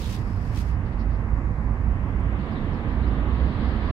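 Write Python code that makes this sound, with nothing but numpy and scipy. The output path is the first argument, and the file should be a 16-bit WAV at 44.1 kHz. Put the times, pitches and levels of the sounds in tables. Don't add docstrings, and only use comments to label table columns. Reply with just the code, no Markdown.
import sys
import numpy as np
from scipy import signal
from scipy.fft import rfft, irfft, next_fast_len
from scipy.io import wavfile
from scipy.ndimage import uniform_filter1d, map_coordinates

SR = 44100
rng = np.random.default_rng(int(sys.argv[2]) if len(sys.argv) > 2 else 0)


def log_audio(samples):
    frames = np.atleast_2d(samples).T
    limited = np.clip(frames, -1, 1)
    pcm = np.round(limited * 32767).astype(np.int16)
    wavfile.write(sys.argv[1], SR, pcm)


N = 176400
TIME = np.arange(N) / SR

# time in seconds, level in dB before the layer's trim.
DRONE_FADER = [(0, -25), (.3, -38.5), (.55, -27.5), (.72, -22.5), (.82, -36), (1.0, -23.5), (1.14, -21),
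               (1.26, -28), (1.34, -18.5), (1.41, -34.5), (1.47, -23), (1.58, -34.5), (1.67, -19),
               (1.8, -31.5), (1.9, -19), (1.98, -34), (2.27, -21.5), (2.5, -35.5), (2.78, -43),
               (3.02, -18.5), (3.16, -29), (3.29, -19.5), (3.36, -25), (3.44, -16.5), (3.56, -45),
               (3.66, -21), (3.9, -30)]
THROB_FADER = [(0, -27.5), (.26, -34), (.36, -28), (.7, -28.5), (.85, -32), (1.52, -30.5), (1.62, -34.5),
               (1.72, -31), (2.05, -28.5), (2.3, -34), (3.9, -31.5)]
RUMBLE_FADER = [(0, -34), (.5, -34), (1.0, -34), (1.5, -33), (1.9, -31.5), (2.4, -33.5), (2.9, -33),
                (3.3, -31.5), (3.9, -33.5)]
GROWL_FADER = [(0, -40.5), (.6, -42.5), (1.3, -39.5), (2.0, -40), (2.4, -36.5), (3.2, -34), (3.9, -34)]
ROAR_FADER = [(0, -47), (.8, -45.5), (1.6, -45), (2.1, -44.5), (2.45, -42), (2.9, -42), (3.25, -41),
              (3.9, -40)]
# time in seconds, pitch in Hz.
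DRONE_PITCH = [(0, 60.1), (.7, 58.6), (1.0, 52.57), (1.35, 53.35), (1.9, 55.08), (2.3, 60), (3.0, 58.94),
               (3.25, 57), (3.44, 61.5), (3.9, 60.9)]
# time in seconds, left in Hz, right in Hz.
ROAR_CUTOFF = [(0, 2750, 2500), (1.0, 2900, 2700), (1.6, 2400, 2600), (2.0, 3100, 2750), (2.3, 3400, 2800),
               (2.5, 4050, 2950), (3.0, 4200, 3050), (3.25, 4250, 3400), (3.42, 4350, 4250),
               (3.9, 4750, 4300)]
# frequency in Hz, relative gain in dB.
THROB_EQ = [(55, -44.5), (73, -7), (81, 2), (91, -6), (101, -1.5), (112, -5), (128, -20.5), (180, -56),
            (400, -150)]
RUMBLE_EQ = [(12, -29), (25, -5), (42, 1), (68, -4.5), (100, -8.5), (125, -6), (143, -7), (185, -8),
             (260, -20), (450, -52.5), (900, -97)]
GROWL_EQ = [(110, -22), (195, -6.5), (220, 0.5), (240, -0.5), (262, -0.5), (320, -5), (400, -10.5),
            (560, -13), (700, -20.5), (1200, -69), (3000, -120)]
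ROAR_EQ = [(200, -23.5), (400, -9), (560, -12), (720, -7), (900, -7.5), (1120, -6.5), (1400, -12),
           (1900, -11.5), (2500, -20), (3800, -24), (5200, -25.5), (6200, -32), (15000, -50)]
AIR_EQ = [(1000, -4.5), (3500, 3), (5400, -1), (5900, -4.5), (7200, -5), (9500, -9.5), (12500, -17.5),
          (15500, -30)]
RUSTLE_LEFT_EQ = [(1200, -8), (2600, 3.5), (3800, -4.5), (4400, -1), (5100, -0.5), (6000, -8.5),
                  (8500, -11.5), (12000, -15), (15500, -20)]
RUSTLE_RIGHT_EQ = [(1200, -5), (2600, 1), (3800, -1), (4600, -1), (6000, -1), (7000, -5), (8500, -7.5),
                   (12000, -10), (15500, -12.5)]
TICK_EQ = [(4500, -27), (6800, 5), (9500, 1), (12000, -14), (15000, -38.5)]
# frequency in Hz, left-right likeness (0 is wide, 1 and up near mono).
ROAD_LIKENESS = [(60, 4.7), (280, 3), (650, 0.7), (900, 0.96), (1150, 0.43), (1400, 0.01), (1900, -0.35),
                 (2100, -0.3), (2350, -0.56), (3000, -0.14), (4200, 0)]
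# frequency in Hz, pan as left minus right in dB.
ROAD_PAN = [(60, -8.5), (200, -8), (500, -6.5), (1100, -5.5), (1700, 2), (2200, 1), (2800, 1), (3600, -1),
            (4500, 3), (5400, 3.5)]
AIR_PAN = [(3000, 7), (5300, 7), (6200, 3), (12000, 2)]
# start in seconds, hold in seconds, level in dB, leftward pan in dB.
RUSTLES = [(0, .11, -45.8, -2), (.125, .025, -44, -1), (.17, .04, -57, 3), (.21, .24, -60.3, 6),
           (.46, .075, -57.5, 3), (.548, .015, -52.5, 1), (.57, .042, -47, -1), (.63, .075, -57.5, 7)]
# start in seconds, hold in seconds, level in dB, leftward pan in dB,
# band centre in Hz, band width in Hz.
HISS_PUFFS = [(.032, .035, -48, -8, 3700, 340), (.135, .03, -53, 0, 3700, 400),
              (.17, .3, -68, 16, 5050, 400), (.49, .02, -64, 0, 5300, 350), (.71, .04, -69, 14, 4900, 800),
              (.86, .025, -66, 16, 4200, 800), (.925, .012, -65, 16, 3900, 600),
              (.997, .018, -59.5, 20, 4450, 800), (1.11, .05, -66.5, 16, 4400, 850),
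              (2.4, .05, -63, 16, 4100, 400), (2.89, .04, -69, 14, 4700, 500),
              (3.6, .05, -56, 3, 3700, 450)]
# start in seconds, length in seconds, level in dB, first pitch in Hz,
# last pitch in Hz, hoarseness from 0 to 1.
CHIRPS = [(2.51, .045, -64, 5400, 4150, .6), (2.548, .05, -50, 3950, 3400, .6),
          (2.725, .035, -64, 5500, 4700, .6), (3.01, .055, -56.5, 3500, 4200, .9),
          (3.06, .04, -64, 4500, 5200, .6)]

ENGINE_PAN_DB = -8.6


def amp(db):
    return 10 ** (np.asarray(db) / 20)


def unit(x):
    return x / np.sqrt(np.mean(x ** 2) + 1e-20)


def along(points, hz):
    f, v = np.transpose(points)
    return np.interp(np.log(hz + 1), np.log(f + 1), v)


def curve(rows):
    return np.interp(TIME, *np.transpose(rows))


def wobble(rate):
    return map_coordinates(rng.standard_normal(int(N * rate / SR) + 4), [TIME * rate])


def filtered(x, response):
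    m = next_fast_len(N + SR // 2)
    return irfft(rfft(x, m) * response(np.fft.rfftfreq(m, 1 / SR)), m)[..., :N]


def pan(db):
    gains = amp(np.array([np.atleast_1d(db), -np.atleast_1d(db)]) / 2)
    return gains / gains.mean(0)


def swell(start, hold, attack, release):
    t = TIME - start
    return np.exp(np.minimum(t, 0) / attack - np.maximum(t - hold, 0) / release)


def noise(eq):
    return unit(filtered(rng.standard_normal((2, N)), lambda hz: amp(along(eq, hz))))


def road_noise(eq):
    def mid_side_gains(hz):
        angle = np.arccos(np.clip(along(ROAD_LIKENESS, hz), -.993, .993)) / 2
        return np.array([np.cos(angle), np.sin(angle)])

    mid, side = filtered(noise(eq), mid_side_gains)
    pair = filtered(np.array([mid + side, mid - side]), lambda hz: pan(along(ROAD_PAN, hz)))
    return pair / np.std(pair.mean(0))


def engines(wander_hz=3.8, flutter_db=1.2, drone_trim_db=-2, throb_trim_db=-.5, rumble_trim_db=3.5):
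    hz = curve(DRONE_PITCH) + wander_hz * wobble(26)
    tone = np.sqrt(2) * np.sin(2 * np.pi * np.cumsum(hz) / SR)
    drone = tone * amp(curve(DRONE_FADER) + drone_trim_db + flutter_db * wobble(18))
    throb = road_noise(THROB_EQ) * amp(curve(THROB_FADER) + throb_trim_db)
    rumble = road_noise(RUMBLE_EQ) * amp(curve(RUMBLE_FADER) + rumble_trim_db)
    return drone * pan(ENGINE_PAN_DB) + throb + rumble


def growl(hum_hz=220.8, wander_hz=5, hum_db=-10, trim_db=.5):
    hz = hum_hz + wander_hz * wobble(12)
    hum = amp(hum_db) * np.sqrt(2) * np.sin(2 * np.pi * np.cumsum(hz) / SR)
    return (road_noise(GROWL_EQ) + hum * pan(ENGINE_PAN_DB)) * amp(curve(GROWL_FADER) + trim_db)


def tyres(patchy_db=.85, cutoff_wander=.025, filter_order=10.5, trim_db=1.1):
    hz, t, spectrum = signal.stft(road_noise(ROAR_EQ), SR, nperseg=1024)
    times, *sides = np.transpose(ROAR_CUTOFF)
    cutoff = np.array([np.interp(t, times, side) for side in sides])
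    drift = np.array([np.interp(t, TIME, wobble(18)) for _ in sides])
    cutoff *= np.exp(cutoff_wander * drift)
    lowpass = 1 / np.sqrt(1 + (hz[:, None] / cutoff[:, None]) ** (2 * filter_order))
    speckle = rng.standard_normal(spectrum.shape[1:])
    patches = unit(uniform_filter1d(uniform_filter1d(speckle, 7, axis=0), 9, axis=1))
    roar = signal.istft(spectrum * lowpass * amp(patchy_db * patches), SR, nperseg=1024)[1][:, :N]
    return roar * amp(curve(ROAR_FADER) + trim_db)


def air(level_db=-67.5):
    return filtered(noise(AIR_EQ), lambda hz: pan(along(AIR_PAN, hz))) * amp(level_db)


def rustles(grain_db=2.0, grain_rate=230):
    power = sum((amp(db) * pan(pan_db) * swell(start, hold, attack=.02, release=.02)) ** 2
                for start, hold, db, pan_db in RUSTLES)
    friction = np.array([noise(RUSTLE_LEFT_EQ)[0], noise(RUSTLE_RIGHT_EQ)[1]])
    grain = amp(grain_db * wobble(grain_rate))
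    return np.sqrt(power) * unit(friction * grain)


def hiss_puffs(cutoff_hz=5600):
    out = np.zeros((2, N))
    for start, hold, db, pan_db, centre, width in HISS_PUFFS:
        def band(hz):
            bell = np.exp(-((hz - centre) / (2 * width)) ** 2)
            return bell / np.sqrt(1 + (hz / cutoff_hz) ** 40)

        puff = unit(filtered(rng.standard_normal((2, N)), band))
        out += puff * amp(db) * pan(pan_db) * swell(start, hold, attack=.011, release=.02)
    return out


def trill(start_s=1.345, length_s=.19, pulse_rate=32, pitch_hz=6910, sharp_hz=400, level_db=-76):
    t = TIME - start_s
    pulses = np.sin(np.pi * pulse_rate * t) ** 2 * ((t > 0) & (t < length_s))
    hz = pitch_hz + sharp_hz * np.exp(-np.abs(t) / .03) + 40 * wobble(60)
    return amp(level_db) * pulses * np.sin(2 * np.pi * np.cumsum(hz) / SR) * pan(db=10)


def tick(start_s=2.204, decay_s=.0025, level_db=-62):
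    envelope = swell(start_s, hold=0, attack=decay_s / 2, release=decay_s)
    return amp(level_db) * noise(TICK_EQ) * envelope * pan(db=7)


def chirps(warble_hz=430, echo_t60_s=.37, echo_db=-4):
    song = np.zeros(N)
    warble = warble_hz * wobble(1400)
    for start, length, db, first_hz, last_hz, hoarseness in CHIRPS:
        on = (TIME > start) & (TIME < start + length)
        progress = (TIME[on] - start) / length
        hz = first_hz + (last_hz - first_hz) * progress + hoarseness * warble[on]
        song[on] += amp(db) * np.sin(np.pi * progress) * np.sin(2 * np.pi * np.cumsum(hz) / SR)
    tail = rng.standard_normal((2, SR // 2)) * amp(-60 * TIME[:SR // 2] / echo_t60_s)
    echo = signal.fftconvolve(song[None], tail / np.linalg.norm(tail[0]), axes=1)[:, :N]
    return (song + amp(echo_db) * echo) * pan(db=14)


def scene():
    traffic = engines() + growl() + tyres()
    return traffic + air() + rustles() + hiss_puffs() + trill() + tick() + chirps()


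def record(dry, end_s=3.912, fade_s=.003, top_hz=15700):
    fade = np.clip((end_s - TIME) / fade_s, 0, 1)
    return filtered(dry * fade, lambda hz: hz < top_hz)


dry = scene()
out = record(dry)
log_audio(out)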